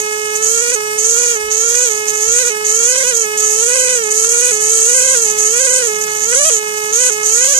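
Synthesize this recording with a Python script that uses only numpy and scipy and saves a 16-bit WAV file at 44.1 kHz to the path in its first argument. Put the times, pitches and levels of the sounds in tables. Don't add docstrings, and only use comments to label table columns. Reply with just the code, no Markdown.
import sys
import numpy as np
from scipy import signal
from scipy.fft import irfft
from scipy.io import wavfile
from scipy.ndimage import uniform_filter1d, minimum_filter1d

SR = 44100
rng = np.random.default_rng(int(sys.argv[2]) if len(sys.argv) > 2 else 0)


def volts_from_db(level):
    exponent = np.asarray(level, float) / 20
    return 10 ** exponent


def generate_wav(sig):
    pcm = np.round(np.clip(np.atleast_2d(sig).T, -1, 1) * 32767).astype(np.int16)
    wavfile.write(sys.argv[1], SR, pcm)


N = 334719
T = np.arange(N) / SR
STEPS = np.arange(0, N / SR, .001)
FREE_HZ = 425.4
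TIP_LAG = 17.5

# start_s, exhaust_db, hovering_graze_db, bright_crack_tilt_db
GRIP = [(0, -25.5, -35, -15), (.5, -25, -29, -8), (.9, -25.5, -45, -7), (1.4, -25.5, -40, -13),
        (2, -26, -33, -11), (2.6, -25.5, -43, -9.5), (3.3, -25.5, -38, -9.5), (3.8, -23, -28, -6),
        (4.3, -25, -30, -6.5), (4.6, -25, -20, -6), (5.3, -25.5, -26, -8), (5.9, -23.5, -25, -7.5),
        (6.24, -30.5, -41, -11), (6.33, -23, -31, -6), (6.6, -26.5, -33, -9), (6.9, -26, -26.5, -12.5),
        (7.2, -26.5, -30, -7), (7.59, -29, -29, -14.5)]


def evened(x):
    return x / np.sqrt(np.mean(x ** 2) + 1e-20)


def curves(rows):
    s, *columns = np.transpose(rows)
    return [np.interp(T, s, c) for c in columns]


def ramp(t0, t1):
    length = np.maximum(t1 - t0, 1e-3)
    return np.clip((STEPS - t0[:, None]) / length[:, None], 0, 1)


def read(points, hz):
    f, *columns = np.transpose(points)
    return np.array([np.interp(np.log(hz + 1), np.log(f), c) for c in columns])


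def coloured(x, points, lag=0, size=2048):
    # pitch_hz, further_lag_rad
    further_lag = [(5800, -1.37), (6300, 1.88), (7250, 2.5), (7900, 0.68)]
    hz = abs(np.fft.fftfreq(size, 1 / SR))
    half = size // 2 + 1
    log_gain = np.log(volts_from_db(read(points, hz)) * np.sqrt(SR / 2))
    response = np.exp(np.conj(signal.hilbert(log_gain)))[:, :half]
    delay_rad = 2 * np.pi * np.arange(half) * lag / size
    if lag > 0:
        delay_rad = delay_rad + read(further_lag, hz[:half])[0]
    response[0] *= np.exp(-1j * delay_rad)
    return signal.oaconvolve(np.atleast_2d(x), irfft(response, size), axes=1)[:, :N]


def wash():
    # pitch_hz, density_db (per Hz)
    rumble = [(25, -100), (60, -82.5), (120, -74.5), (160, -71), (220, -72), (330, -76), (560, -78),
              (1200, -80.5)]
    # time_s, level_db
    breeze = [
        (0, -1.5),
        (1.5, -1.5),
        (4, 0),
        (6.2, 3.5),
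        (6.7, -0.5),
        (7.59, 0),
    ]
    shared, left, right = rng.standard_normal((3, N))
    both = evened(np.array([shared + .55 * left, shared + .55 * right]))
    return volts_from_db(curves(breeze)[0] + [[-.8], [.8]]) * coloured(both, rumble, size=8192)


def knocks():
    # start_s, peak_db, pitch_hz, t60_s
    thuds = [
        (1.43, -34, 62.5, 0.25),
        (2.269, -34, 86.5, 0.34),
    ]
    out = np.zeros(N)
    for s, db, hz, t60 in thuds:
        t = np.maximum(T - s, 0)
        swell = 1 - np.exp(-t / 0.011)
        out += volts_from_db(db - 60 * t / t60) * swell * np.sin(2 * np.pi * hz * t)
    return out


def contact():
    # landing_s, lifting_s, landing_force_db, lifting_force_db
    stays = [(-0.03, 0.009, -23, -21), (0.347, 0.349, -17, -13.5), (0.419, 0.708, -11, -21),
             (0.727, 0.727, -19.0, -10.5), (0.976, 1.305, -12, -15), (1.321, 1.356, -18.7, -18.5),
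             (1.499, 1.88, -15, -13), (1.887, 2.008, -18.0, -25), (2.069, 2.083, -10.5, -10),
             (2.126, 2.385, -20.5, -10), (2.403, 2.501, -15, -18.5), (2.64, 2.914, -15.5, -11.5),
             (2.947, 3.096, -17.5, -16.5), (3.123, 3.227, -14.5, -16), (3.366, 3.643, -14.5, -13.0),
             (3.657, 3.976, -14.5, -18.5), (4.021, 4.049, -27, -17.5), (4.095, 4.251, -15.5, -11.5),
             (4.278, 4.547, -12.5, -17), (4.591, 4.996, -15, -11), (4.988, 5.296, -12.5, -15),
             (5.371, 5.784, -14, -15), (5.812, 5.866, -24, -18), (6.005, 6.012, -8.5, -14),
             (6.069, 6.256, -27.5, -19), (6.262, 6.377, -20, -12.5), (6.399, 6.56, -14.3, -13.1),
             (6.919, 7.078, -12.5, -11), (7.11, 7.12, -13.5, -14.5), (7.228, 7.597, -14.0, -10)]
    land_s, lift_s = .015, .043
    firm_db = -14.5
    land, lift, first_db, last_db = np.transpose(stays)
    on_rock = ramp(land, land + land_s) * (1 - ramp(lift, lift + lift_s))
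    force_db = first_db[:, None] + (last_db - first_db)[:, None] * ramp(land, lift)
    force = (on_rock * volts_from_db(force_db)).max(0)
    touch = np.minimum(force / volts_from_db(firm_db), 1)
    return np.interp(T, STEPS, force), np.interp(T, STEPS, touch)


def stroke_rate(force):
    # start_s, deepest_s, deepest_rate_hz, let_go_s, let_go_rate_hz
    pushes = [(0.343, 0.742, 494, 0.744, 498), (0.939, 1.216, 483, 1.347, 462),
              (1.459, 1.842, 502, 1.891, 447), (2.212, 2.42, 515, 2.443, 477),
              (2.301, 2.48, 487, 2.491, 491), (2.675, 3.027, 547, 3.032, 544),
              (2.905, 3.086, 512, 3.126, 492), (3.1, 3.138, 459, 3.232, 446),
              (3.517, 3.765, 518, 3.954, 495), (3.9, 3.957, 483, 4.057, 423), (4.083, 4.5, 502, 4.508, 507),
              (4.636, 4.719, 450, 4.85, 448), (4.778, 4.951, 506, 5.145, 520),
              (5.1, 5.148, 482, 5.288, 420), (5.459, 5.627, 529, 5.667, 534),
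              (5.512, 5.739, 518, 5.816, 501), (5.749, 5.816, 487, 5.873, 460),
              (6.231, 6.491, 662, 6.493, 681), (6.45, 6.499, 472, 6.596, 415),
              (6.906, 7.013, 503, 7.09, 500), (7.275, 7.524, 570, 7.538, 558),
              (7.449, 7.548, 508, 7.6, 523)]
    push_curve, snap_s = 1.28, .014
    touch_hz = 18
    start, deep, deep_hz, go, go_hz = np.transpose(pushes)
    climb = (deep_hz - FREE_HZ)[:, None] * ramp(start, deep) ** push_curve
    drift = (go_hz - deep_hz)[:, None] * ramp(deep, go)
    pushed = ((climb + drift) * (1 - ramp(go, go + snap_s))).max(0)
    return FREE_HZ + np.maximum(np.interp(T, STEPS, pushed), touch_hz * force)


def strokes(force):
    hz = stroke_rate(force)
    pressed = np.clip((hz / FREE_HZ - 1) / .15, 0, 1.5)
    wander = uniform_filter1d(rng.standard_normal(N), size=250)
    wander = evened(uniform_filter1d(wander, size=250))
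    hz = hz * (1 + (.002 + .017 * pressed) * wander)
    return hz, np.cumsum(hz) / SR, pressed


def per_stroke(turns, smooth):
    draw = rng.standard_normal(N // 40)[turns.astype(int)]
    return uniform_filter1d(draw, size=smooth)


def leak(turns):
    # pitch_hz, left_db, right_db (per Hz)
    hiss = [(434, -78, -76.5), (1140, -101.5, -78.5), (2080, -99.5, -74), (3290, -92.5, -95),
            (4720, -75, -67.5), (5240, -103, -61.5), (6340, -74, -70.5), (7000, -72, -55.5),
            (7200, -62, -59.5), (8860, -61, -64.5), (9720, -63, -80), (10800, -83, -65),
            (11700, -71.5, -80), (14000, -70.5, -68)]
    shared, left, right = rng.standard_normal((3, N))
    puff = 3.0 + np.exp(-(turns % 1) / 1.0)
    flutter = volts_from_db(1.57 * evened(uniform_filter1d(rng.standard_normal(N), size=900)))
    air = puff * flutter * np.array([.5 * shared + left, .5 * shared + right])
    return volts_from_db(.1) * coloured(evened(air), hiss, TIP_LAG)


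def tip(turns, pressed, force_on_rock, edge_hz=7700):
    # pitch_hz, left_db, right_db (per Hz)
    rock = [(1500, -90, -94), (2630, -66, -65.5), (4030, -73.5, -60.5), (5740, -68, -53), (5910, -59, -44),
            (6430, -46.5, -35.5), (7120, -48.5, -42.5), (7620, -54, -47.5), (8720, -50.5, -54),
            (8140, -52, -49), (9400, -56.5, -57.5), (9300, -63, -60.5), (12600, -66.5, -63.5),
            (15000, -67.5, -73.5)]
    grit_db = 4
    _, graze_db, tilt_db = curves(GRIP)
    depth = np.minimum(uniform_filter1d(pressed, size=900), 1)
    bright_db = tilt_db + grit_db * depth - 1.5

    landing = turns + .3 + .06 * per_stroke(turns + 0.52, smooth=30)
    tick = np.diff(np.floor(np.maximum.accumulate(landing)), prepend=0)
    phase = landing % 1
    shared, left, right = rng.standard_normal((3, N))
    crunch = (np.exp(-phase / .25) + .2) * np.array([shared + .7 * left, shared + .7 * right])

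    uneven = volts_from_db(2.4 * per_stroke(turns + .8, smooth=1))
    skitter = volts_from_db(1.6 * evened(uniform_filter1d(rng.standard_normal(N), size=500)))
    crack = evened(uneven * skitter * (evened(tick) + 1.4 * evened(crunch)))
    force = np.hypot(force_on_rock, volts_from_db(graze_db))
    ring = coloured(crack * force * volts_from_db(12.5), rock, TIP_LAG)
    band = signal.butter(3, [edge_hz, 1.46 * edge_hz], "band", fs=SR, output="sos")
    top = signal.sosfiltfilt(band, ring)
    return ring + (volts_from_db(bright_db + 10.5) - 1) * top


def exhaust(hz, turns, pressed, touch, count=19, size=32):
    # pitch_hz, left_db, right_db, left_lag_rad
    pop = [(430, -37, 16, 0.56), (950, -33, -29.5, 1.64), (1303, -35.5, -28, 3.02), (1697, -37, -28, 5.63),
           (1701, -29.5, -23.5, 2.27), (2112, -31, -25.5, 2.8), (2210, -31, -31, 3.14),
           (2340, -31, -31, 3.14), (2448, -31.5, -28, 4.64), (2826, -33.5, -32, 4.25),
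           (3424, -41.5, -40.5, 5.9), (3860, -48, -38, 7.7), (5140, -45.5, -40, 15.7),
           (6010, -39, -26.5, 14.6), (6620, -36.5, -69, 20.6)]
    return_s = 0.001109
    muffle_db, strain_db, vent_db = -0.82, 2.5, 2
    waver_db, waver_loaded_db = 1.3, .7
    overtone_db, follow = -24.5, .1

    load = uniform_filter1d(pressed, size=900)
    pressed_before = uniform_filter1d(pressed, size=2400, origin=1100)
    vent = np.clip(pressed_before - load - .12, 0, .3) / 0.49
    air_db = curves(GRIP)[0] + vent_db * vent
    tone_db = air_db + 2.0 + muffle_db * touch + 0.66 * load
    over_db = overtone_db + follow * (air_db + 24.5) + 0.5 * vent_db * vent
    over_db = over_db + 1.7 * muffle_db * touch + strain_db * load

    slow_hz = hz[::size]
    stroke = np.exp(2j * np.pi * turns)
    over = np.zeros((2, N))
    turn = stroke
    for k in range(2, count):
        turn = turn * stroke
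        left_db, right_db, lag = read(pop, k * slow_hz)
        back = 0.89 * np.exp(-k / 7.3 - 2j * np.pi * k * slow_hz * return_s)
        sharper_db = 5.06 * pressed[::size] * np.clip(k * slow_hz / 1500 - 1.7, 0, 1)
        both = rng.standard_normal(len(slow_hz))
        own = rng.standard_normal((2, len(slow_hz)))
        flap = uniform_filter1d(both + .15 * own, size=28)
        flap = evened(uniform_filter1d(flap, size=28))
        change_db = sharper_db + (waver_db + waver_loaded_db * touch[::size]) * flap
        port_lag = np.exp(-1j * np.array([lag, 0 * lag]))
        weight = volts_from_db([left_db, right_db] + change_db) * port_lag * (1 - back)
        over += (np.repeat(weight, size, axis=1)[:, :N] * turn).real

    tone = volts_from_db(tone_db + [[-2.6], [5.4]]) * np.cos(2 * np.pi * turns - [[.78], [0]])
    uneven = volts_from_db((1.86 + 0.26 * pressed) * per_stroke(turns + .5, smooth=40))
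    alternate = 1 + 0.024 * np.cos(np.pi * turns)
    return (tone + volts_from_db(over_db + 25.5) * over * uneven) * alternate


def scene():
    force, touch = contact()
    hz, turns, pressed = strokes(force)
    background = wash() + knocks()
    tool = leak(turns) + tip(turns, pressed, force) + exhaust(hz, turns, pressed, touch)
    return background + tool


def masked_out(x, margin_db=-11.0):
    # pitch_hz, level_db (against the mean power of the moment)
    floor = [(450, -60), (620, -22), (1400, -19), (2300, -11), (3500, -12.5), (5200, -14), (6000, -40),
             (10500, -28), (11400, -14.5), (13400, -11), (14000, -24)]
    hz, _, z = signal.stft(x, SR, nperseg=2048, noverlap=1024)
    power = abs(z) ** 2
    near = uniform_filter1d(power, size=60, axis=1) * volts_from_db(2 * margin_db) * (hz > 1300)[:, None]
    moment = power.mean((0, 1)) * volts_from_db(2 * read(floor, hz).T)
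    local = uniform_filter1d(power, size=7, axis=1)
    kept = z * (local > near + moment)
    return signal.istft(kept, nperseg=2048, noverlap=1024)[1][:, :N]


def band_limit(x):
    return signal.sosfilt(signal.butter(12, 14430, fs=SR, output="sos"), x)


def record(dry):
    high = signal.butter(2, 3500, "high", fs=SR, output="sos")
    treble = signal.sosfiltfilt(high, dry)
    peak = -minimum_filter1d(-abs(dry), size=41, axis=1)
    reduction = uniform_filter1d(np.maximum(peak / .95, 1), size=41, axis=1)
    held = dry - treble + treble / reduction
    low_pass = signal.firwin(401, 14400, window=("kaiser", 9), fs=SR)
    limited = signal.oaconvolve(held, low_pass[None], "same")
    pair = np.array([[1, 1], [1, -1.012]]) / np.sqrt(2)
    by_port = pair @ masked_out(pair @ limited)
    mix = np.clip(masked_out(by_port), -1, 1)
    return band_limit(mix)


dry = scene()
out = record(dry)
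generate_wav(out)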